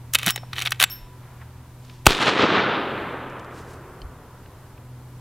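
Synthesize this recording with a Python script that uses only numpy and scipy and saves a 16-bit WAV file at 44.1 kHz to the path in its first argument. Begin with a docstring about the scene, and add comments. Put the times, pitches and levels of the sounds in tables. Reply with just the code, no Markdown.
"""First come the steel clacks of a lever-action rifle being worked close by, and the ping of its spent case.
Then one shot cracks across an open lawn. The blast overloads the microphone; a limiter turns the level
down and slowly back up while the echo rolls in from the trees, ever duller.
Behind it all, a far engine hums under the outdoor air, and a ground sheet rustles now and then."""
import sys
import numpy as np
from scipy import signal
from scipy.fft import rfft, irfft
from scipy.io import wavfile
from scipy.ndimage import uniform_filter1d

SR = 44100
rng = np.random.default_rng(int(sys.argv[2]) if len(sys.argv) > 2 else 0)


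def dump(signal):
    """Clip the signal to [-1, 1] and save it as 16-bit WAV at the path in sys.argv[1]."""
    limited = np.clip(np.atleast_2d(signal).T, -1, 1)
    pcm = np.round(limited * 32767).astype(np.int16)
    wavfile.write(sys.argv[1], SR, pcm)


N = 229716
T = np.arange(N) / SR
FREQS = np.fft.rfftfreq(N, 1 / SR)
SHOT_S = 2.0662


def amp(db):
    """Turns decibels into a gain."""
    return 10 ** (np.asarray(db) / 20)


def unit(x):
    """Scales a signal to an average (rms) level of 1."""
    return x / np.sqrt(np.mean(x ** 2) + 1e-20)


def tone_curve(points):
    """Joins points of Hz and dB into a gain for every frequency."""
    hz, db = np.transpose(points)
    return amp(np.interp(np.log(FREQS + 1), np.log(hz + 1), db))


def band(x, lo_hz, hi_hz, order=2):
    """Keeps the sound between two frequencies."""
    return signal.sosfilt(signal.butter(order, [lo_hz, hi_hz], "band", fs=SR, output="sos"), x)


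def noise(gains):
    """Noise shaped by a gain for every frequency."""
    return unit(irfft(rfft(rng.standard_normal(N)) * gains, N))


def drift(rate_hz):
    """Smooth random wandering."""
    return noise(np.exp(-(FREQS / rate_hz) ** 2))


def bell(t, middle, width):
    """A smooth rise and fall of height 1."""
    return np.exp(-.5 * ((t - middle) / width) ** 2)


def swell(s, width, db, hz, octaves):
    """Noise around one pitch that fades in and out."""
    return amp(db) * bell(T, s, width) * noise(bell(np.log2((FREQS + 1) / hz), 0, octaves))


def add(mix, s, sound):
    """Mixes a sound in at s seconds."""
    part = mix[round(s * SR):][:len(sound)]
    part += sound[:len(part)]


# The tone of the air and hiss. Each row: frequency in Hz, relative level in dB.
AIR_TONE = [(12, -43), (20, -2), (38, -8.5), (127, -4), (204, -14.5), (241, -13.5), (293, -16), (357, -20),
            (698, -21.5), (1000, -19.5), (1190, -24), (2260, -31), (5530, -36), (14700, -36), (16000, -46)]

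def outdoor_air(level_db=-47.5, swell_db=0.67, hiss_hz=3600):
    """Low down, the air is alike left and right; higher up, each microphone side adds its own hiss."""
    alike = 1 / (1 + (FREQS / hiss_hz) ** 3)
    spectra = rfft(rng.standard_normal((2, N))) * tone_curve(AIR_TONE)
    mid, side = spectra * np.sqrt([1 + alike, 1 - alike])
    return amp(level_db + swell_db * drift(2)) * unit(irfft([mid + side, mid - side], N))


# The main exhaust tone. Each row: time in seconds, level in dB.
EXHAUST_LEVELS = [(0, -41), (0.7, -40.5), (1.0, -48.5), (2.0, -44), (3.0, -48), (3.7, -46.5), (4.0, -52.5),
                  (4.68, -50), (4.95, -38.5), (5.21, -45)]
# The engine's fainter, fluttering tones. Each row: multiple of its cycle rate, level in dB.
ENGINE_TONES = [(4, -54), (5, -59.5), (8, -63.5), (12, -65), (18, -67), (24, -70.5), (48, -67)]

def far_engine(start_hz=20.27, steady_hz=20.77, settle_s=1.1, waver=0.0041, flutter_db=4.5):
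    """An engine settles to a steady speed; its low tones waver on their way through the air."""
    cycle_hz = steady_hz + (start_hz - steady_hz) * np.exp(-T / settle_s)
    phase = 2 * np.pi * np.cumsum(cycle_hz * (1 + waver * drift(5.5))) / SR
    main_db = np.interp(T, *np.transpose(EXHAUST_LEVELS)) + 1.2 * drift(8)
    others = sum(amp(db + flutter_db * drift(4.3)) * np.sin(multiple * phase + drift(4))
                 for multiple, db in ENGINE_TONES)
    return np.sqrt(2) * (amp(main_db) * np.sin(6 * phase) + others)


# Cloth and ground sheet. Each row: middle and width in seconds, level in dB, pitch in Hz.
CLOTH_RUSTLES = [(0.62, 0.11, -60, 2610), (1.346, 0.2, -57, 1010), (1.422, 0.009, -47, 1080),
                 (1.922, 0.063, -57.5, 3300), (3.583, 0.042, -54, 4700), (3.715, 0.034, -54, 5170)]
# Soft low thumps, mostly bumps on the microphone.
# Each row: middle and width in seconds, level in dB, pitch in Hz.
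LOW_BUMPS = [(0.277, 0.0089, -29, 190), (1.03, 0.033, -46, 36), (4.055, 0.028, -37, 49.5)]
# Fingers and clothing touch the rifle. Each row: time in seconds, level in dB, pitch in Hz.
FINGER_TAPS = [(0.435, -38.5, 823), (1.852, -52, 4460), (1.899, -44.5, 2440), (3.3, -56.5, 5000),
               (3.397, -49.5, 4500), (3.447, -53, 4500), (4.461, -51, 2000), (4.78, -51, 1600)]

def handling(crinkle_db=1.5, tap_s=0.0024):
    """Cloth crinkles, the microphone is bumped and fingers tap the rifle."""
    cloth = sum(swell(*row, octaves=0.87) for row in CLOTH_RUSTLES)
    bumps = sum(swell(*row, octaves=0.51) for row in LOW_BUMPS)
    taps = sum(swell(s, tap_s, db, hz, octaves=0.68) for s, db, hz in FINGER_TAPS)
    return cloth * unit(amp(crinkle_db * drift(60))) + bumps + taps


# A small loose part. Each row: pitch in Hz, level in dB, seconds to fade by 60 dB.
TINK_TONES = [(3080, -36.5, 0.018), (4330, -40, 0.022), (4800, -42, 0.018)]

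def tink(start_s=4.018):
    """One light touch of metal on metal."""
    t = np.maximum(T - start_s, 0)
    return sum(amp(db - 60 * t / fade_s) * np.sin(2 * np.pi * hz * t) for hz, db, fade_s in TINK_TONES)


# The brass case's tones. Each row: pitch in Hz, relative level in dB, seconds to fade by 60 dB.
CASE_TONES = [(5420, 1, 0.33), (12730, -6, 0.18), (12828, -2.5, .19), (15722, 2.5, .15)]
# The case flies out and lands. Each row: start in seconds, level in dB,
# extra dB for the two middle tones, extra dB for the top tone.
CASE_HITS = [(0.283, -32, -11, 0), (0.3065, -30.5, -15, -5), (0.899, -34.5, 3, -11),
             (0.917, -50.5, 21, -10)]

def spent_case(rise_s=0.0038, spin_hz=38, spin_depth=0.24):
    """The thin tube rings and wavers as it tumbles; where it is struck decides which tones ring."""
    out, t = np.zeros(N), T[:SR // 2]
    tumble = (1 - np.exp(-t / rise_s)) * (1 - spin_depth * np.cos(2 * np.pi * spin_hz * t))
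    for s, db, middle_db, top_db in CASE_HITS:
        for (hz, tone_db, fade_s), extra_db in zip(CASE_TONES, (0, middle_db, middle_db, top_db)):
            fade = amp(db + tone_db + extra_db - 60 * t / fade_s)
            add(out, s, tumble * fade * np.sin(2 * np.pi * hz * t))
    return out


# The bolt slides. Each row: middle and width in seconds, scrape level in dB, rattle level in dB.
BOLT_SLIDES = [(0.143, .003, -33.5, -25.5), (0.217, 0.032, -47, -34), (0.283, 0.017, -35.5, -19.5),
               (0.6, 0.028, -42.5, -27.5), (0.667, 0.011, -39.5, -26.5), (0.743, 0.015, -52, -48)]

def scrape_strength(grain_db=5):
    """The bolt catches and slips along its rails."""
    sliding = sum(amp(db) * bell(T, s, width) for s, width, db, _ in BOLT_SLIDES)
    return sliding * unit(amp(grain_db * drift(250)))


def rattle_knocks(per_second=140, spread_db=5, thud_db=-11, treble_db=-6):
    """Lists the small, uneven knocks of loose parts shaken by the sliding bolt."""
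    jitter, chance = rng.standard_normal((2, 400))
    times = np.maximum(np.arange(len(jitter)) + .25 * jitter, 0) / per_second
    strength = sum(amp(db) * bell(times, s, width) for s, width, _, db in BOLT_SLIDES)
    levels = 20 * np.log10(strength + 1e-9) + spread_db * chance
    return [(s, db, thud_db, treble_db) for s, db in zip(times, levels) if db > -55]


# Lever, bolt and hammer strike. Each row: time in seconds, level in dB,
# extra dB for the low thud, extra dB for the treble.
MAIN_KNOCKS = [(0.1362, -21, -17, 11), (0.148, -14, -6.5, 8.5), (0.1523, -4.5, -13, -4.5),
               (0.1867, -21, -24, 3), (0.1945, -25.5, -24, -13), (0.231, -21.5, -20, -6),
               (0.2627, -16, -22, 5), (0.27, -11.5, -7.5, -6), (0.299, -14.5, -20.5, -11),
               (0.3056, -20, -24, 10), (0.3599, -21, -1, 1), (0.377, -25.5, -0.5, -20),
               (0.5316, -20, -21, -13.5), (0.563, -27, -11, -18.5), (0.582, -16.5, -11, -11.5),
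               (0.6135, -22, -22.5, -10), (0.6201, -17, -19, -2.5), (0.654, -25.5, -11, -2.5),
               (0.659, -16, -20, -20), (0.6722, -11, -20, -21.5), (0.707, -34.5, -21, 12),
               (0.7198, -10.5, -16, -7), (0.7997, -8, -25, -4), (0.809, -11, -9, -1.5),
               (0.8158, -7.5, -20.5, -6), (0.826, -4, -13, -1), (0.8383, -4, -25.5, -1),
               (0.8985, -38, -18, 4), (0.916, -35, -16, -2), (2.0578, -19, -5.5, 1)]

def steel_chatter(rise_s=0.00065, decay_s=.0021, lead_in_s=0.0018, rebound_s=0.0057):
    """Steel parts scrape for a moment, strike, then bounce once, weaker and duller."""
    power = np.outer([0, 1, amp(-9)], scrape_strength()) ** 2  # low, middle and high bands
    early_s = .015  # room for the scrape before each strike
    t = T[:SR // 16] - early_s
    after = np.maximum(t, 0)
    strike = (1 - np.exp(-after / rise_s)) * np.exp(-after / decay_s)
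    blow = strike + amp(-16) * np.exp(-abs(t) / lead_in_s)
    rebounds = [(s + rebound_s, db - 13, thud, treble - 6) for s, db, thud, treble in MAIN_KNOCKS]
    for s, db, thud_db, treble_db in MAIN_KNOCKS + rebounds + rattle_knocks():
        for track, extra_db in zip(power, (thud_db, 0, treble_db)):
            add(track, s - early_s, (amp(db + extra_db) * blow) ** 2)
    thud, clack, tick = np.sqrt(power) * rng.standard_normal((3, N))
    return (amp(12.5) * band(thud, 280, 1000)
            + amp(10) * band(clack, 1200, 4120, order=3)
            + amp(4.5) * band(tick, 5500, 14000))


# The rifle's steel body. Each row: pitch in Hz, width in Hz (wider dies sooner), relative level in dB.
STEEL_TONES = [(780, 133, -1.5), (1190, 120, -9.5), (1540, 54, -9.5), (1930, 83, -6.5), (2260, 190, -7.5),
               (2560, 92, -3), (3054, 190, -3), (3660, 370, -5), (5760, 150, -0.5), (6630, 120, -6.5),
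               (7400, 15, -5.5), (7900, 45, -7.5), (9400, 199, -10), (10500, 80, -8.5), (11920, 140, -13.5),
               (14400, 180, -12)]

def lever_action(ring_db=2, direct_db=-4, tail_db=-31, tail_s=0.67):
    """The chatter rings the rifle's body; the lawn and nearby things scatter a little back."""
    t = T[:SR // 16]
    chatter = steel_chatter()
    ring = sum(amp(db) * 2 * np.pi * width / SR * np.exp(-np.pi * width * t) * np.cos(2 * np.pi * hz * t)
               for hz, width, db in STEEL_TONES)
    near = amp(direct_db) * chatter + amp(ring_db) * signal.oaconvolve(chatter, ring)[:N]
    scatter = band(rng.standard_normal(SR) * amp(-60 * T[:SR] / tail_s), 900, 4200, order=1)
    return near + amp(tail_db) * signal.oaconvolve(near, scatter / np.linalg.norm(scatter))[:N]


# The blast bounces off nearby things. Each row: arrival in seconds, peak level in dB.
NEAR_ECHOES = [(2.093, 5), (2.0988, 4), (2.1079, 7), (2.1108, 5.5), (2.121, 8), (2.13, 4.5), (2.15, 5),
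               (2.181, 2)]

def slaps(width_s=.00006, early_s=.01):
    """Each nearby echo is one push and one pull of the air."""
    out = np.zeros(N)
    u = (T[:SR // 50] - early_s) / width_s
    for s, db in NEAR_ECHOES:
        add(out, s - early_s, -amp(db) * u * np.exp(.5 - .5 * u ** 2))
    return out


# Groups of trees throw the blast back. Each row: arrival and spread in seconds, relative level in dB.
TREE_ECHOES = [(2.1, 0.029, -10.5), (2.224, 0.013, -7), (2.28, 0.018, -5), (2.423, 0.03, -8),
               (2.56, 0.064, -12), (2.72, 0.073, -19.5)]

def echo_strength(first_s=.012, tree_line_s=.14, field_edge_s=0.49, fall_power=5.05):
    """The ground's echo dies away beyond the field's edge, and each group of trees adds a swell."""
    travel = np.maximum(T - SHOT_S, 0)
    ground_db = -13.5 - 1.5 * (travel < tree_line_s)  # the open lawn returns less
    ground = amp(ground_db) ** 2 / (1 + (travel / field_edge_s) ** fall_power)
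    trees = sum((amp(db) * bell(T, s, spread)) ** 2 for s, spread, db in TREE_ECHOES)
    return (travel > first_s) * np.sqrt(ground + trees)


def air_dulling(sound, air_db=1.8, air_power=1.708, leaves_db=0.5, patchy_db=0.5):
    """The longer an echo travels, the more treble the air takes; leaves give a little back."""
    hz, t, spectrum = signal.stft(sound, SR, nperseg=512, noverlap=384)
    khz, travel = hz[:, None] / 1000, np.maximum(t - SHOT_S, 0)
    patches = uniform_filter1d(rng.standard_normal(spectrum.shape), 8, axis=0)
    patches = unit(uniform_filter1d(patches, 10, axis=1))  # uneven over both pitch and time
    loss_db = travel * air_db * khz ** air_power - leaves_db * np.minimum(travel, 1) * np.log2(1 + khz)
    spectrum *= amp(patchy_db * patches - loss_db)
    return signal.istft(spectrum, SR, nperseg=512, noverlap=384)[1][:N]


# The echo's tone before the air dulls it. 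Each row: frequency in Hz, relative level in dB.
ECHO_TONE = [(30, -43.5), (70, -14), (115, -4.5), (220, -1.5), (400, 3), (650, -2.5), (1300, 1.5),
             (2100, -4), (3600, -2.5), (5200, -11.5), (9000, -17.5), (16000, -22.5)]

def echo(roll_db=2):
    """A few strong echoes and countless faint ones blend into a long roll."""
    # the first echoes come one by one, the later ones crowd together
    sparse_db = 1.2 + 4.5 * np.exp(-np.maximum(T - SHOT_S, 0) / .1)
    size = amp(sparse_db * drift(450))
    grains = rng.standard_normal(N) * size / np.sqrt(uniform_filter1d(size ** 2, size=1200))
    roll = unit(irfft(rfft(grains) * tone_curve(ECHO_TONE), N))
    boom = swell(s=2.44, width=0.0075, db=-4, hz=257, octaves=0.78)  # one large, far surface answers
    return air_dulling(slaps() + boom + roll * amp(roll_db) * echo_strength())


def thump(start_s=2.07, start_hz=100, end_hz=16, sag_s=0.011, decay_s=0.0047, linger_s=0.031):
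    """The low swing of pressure after the blast starts with suction and slows as it dies."""
    t = np.maximum(T - start_s, 0)
    turns = end_hz * t + (start_hz - end_hz) * sag_s * (1 - np.exp(-t / sag_s))
    fade = amp(8) * np.exp(-t / decay_s) + amp(-1) * np.exp(-t / linger_s)
    return -np.sin(2 * np.pi * turns) * fade


def shock(start_s, push_s, db):
    """A blast wave: a sudden push of air, then a longer suction."""
    u = np.maximum(T - start_s, 0) / push_s
    return amp(db) * (T >= start_s) * (1 - u) * np.exp(-u)


def blast(gas_db=35, gas_decay_s=0.0015, crack_db=16, crack_decay_s=0.0022, bounce_s=0.0053):
    """A shock leaves the barrel with swirling gas and a sharp crack, then bounces off the ground."""
    t = np.maximum(T - SHOT_S, 0)
    gas = unit(band(rng.standard_normal(N), 243, 2135)) * np.exp(-t / gas_decay_s)
    crack = unit(band(rng.standard_normal(N), 2500, 13000)) * np.exp(-t / crack_decay_s)
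    shocks = shock(SHOT_S, push_s=0.0003, db=24) + shock(SHOT_S + bounce_s, push_s=0.0015, db=19)
    return shocks + (t > 0) * (amp(gas_db) * gas + amp(crack_db) * crack)


def stereo(x):
    """The microphone's left side hears a hair earlier and louder than its right."""
    side = amp(-39) * np.gradient(x) + amp(-54) * x
    return np.array([x + side, x - side])


def scene():
    """The rifle, its echo and the field around it."""
    rifle = lever_action() + spent_case() + tink() + blast() + thump()
    return stereo(rifle + echo() + far_engine() + handling()) + outdoor_air()


def record(dry, overload_db=14, recovery_db_per_s=15, top_hz=16100):
    """The microphone overloads, a limiter ducks at once and recovers steadily, and top treble is cut."""
    clipped = np.clip(dry, -amp(overload_db), amp(overload_db))
    power = abs(uniform_filter1d((clipped ** 2).mean(0), size=48))
    over_db = 10 * np.log10(np.maximum(power, 1))
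    duck_db = np.maximum.accumulate(over_db + recovery_db_per_s * T) - recovery_db_per_s * T
    limited = np.clip(clipped * amp(-duck_db), -.95, .95)
    lowpass = signal.firwin(511, top_hz, window=("kaiser", 9), fs=SR)
    return signal.oaconvolve(limited, lowpass[None], "same")


dry = scene()
out = record(dry)
dump(out)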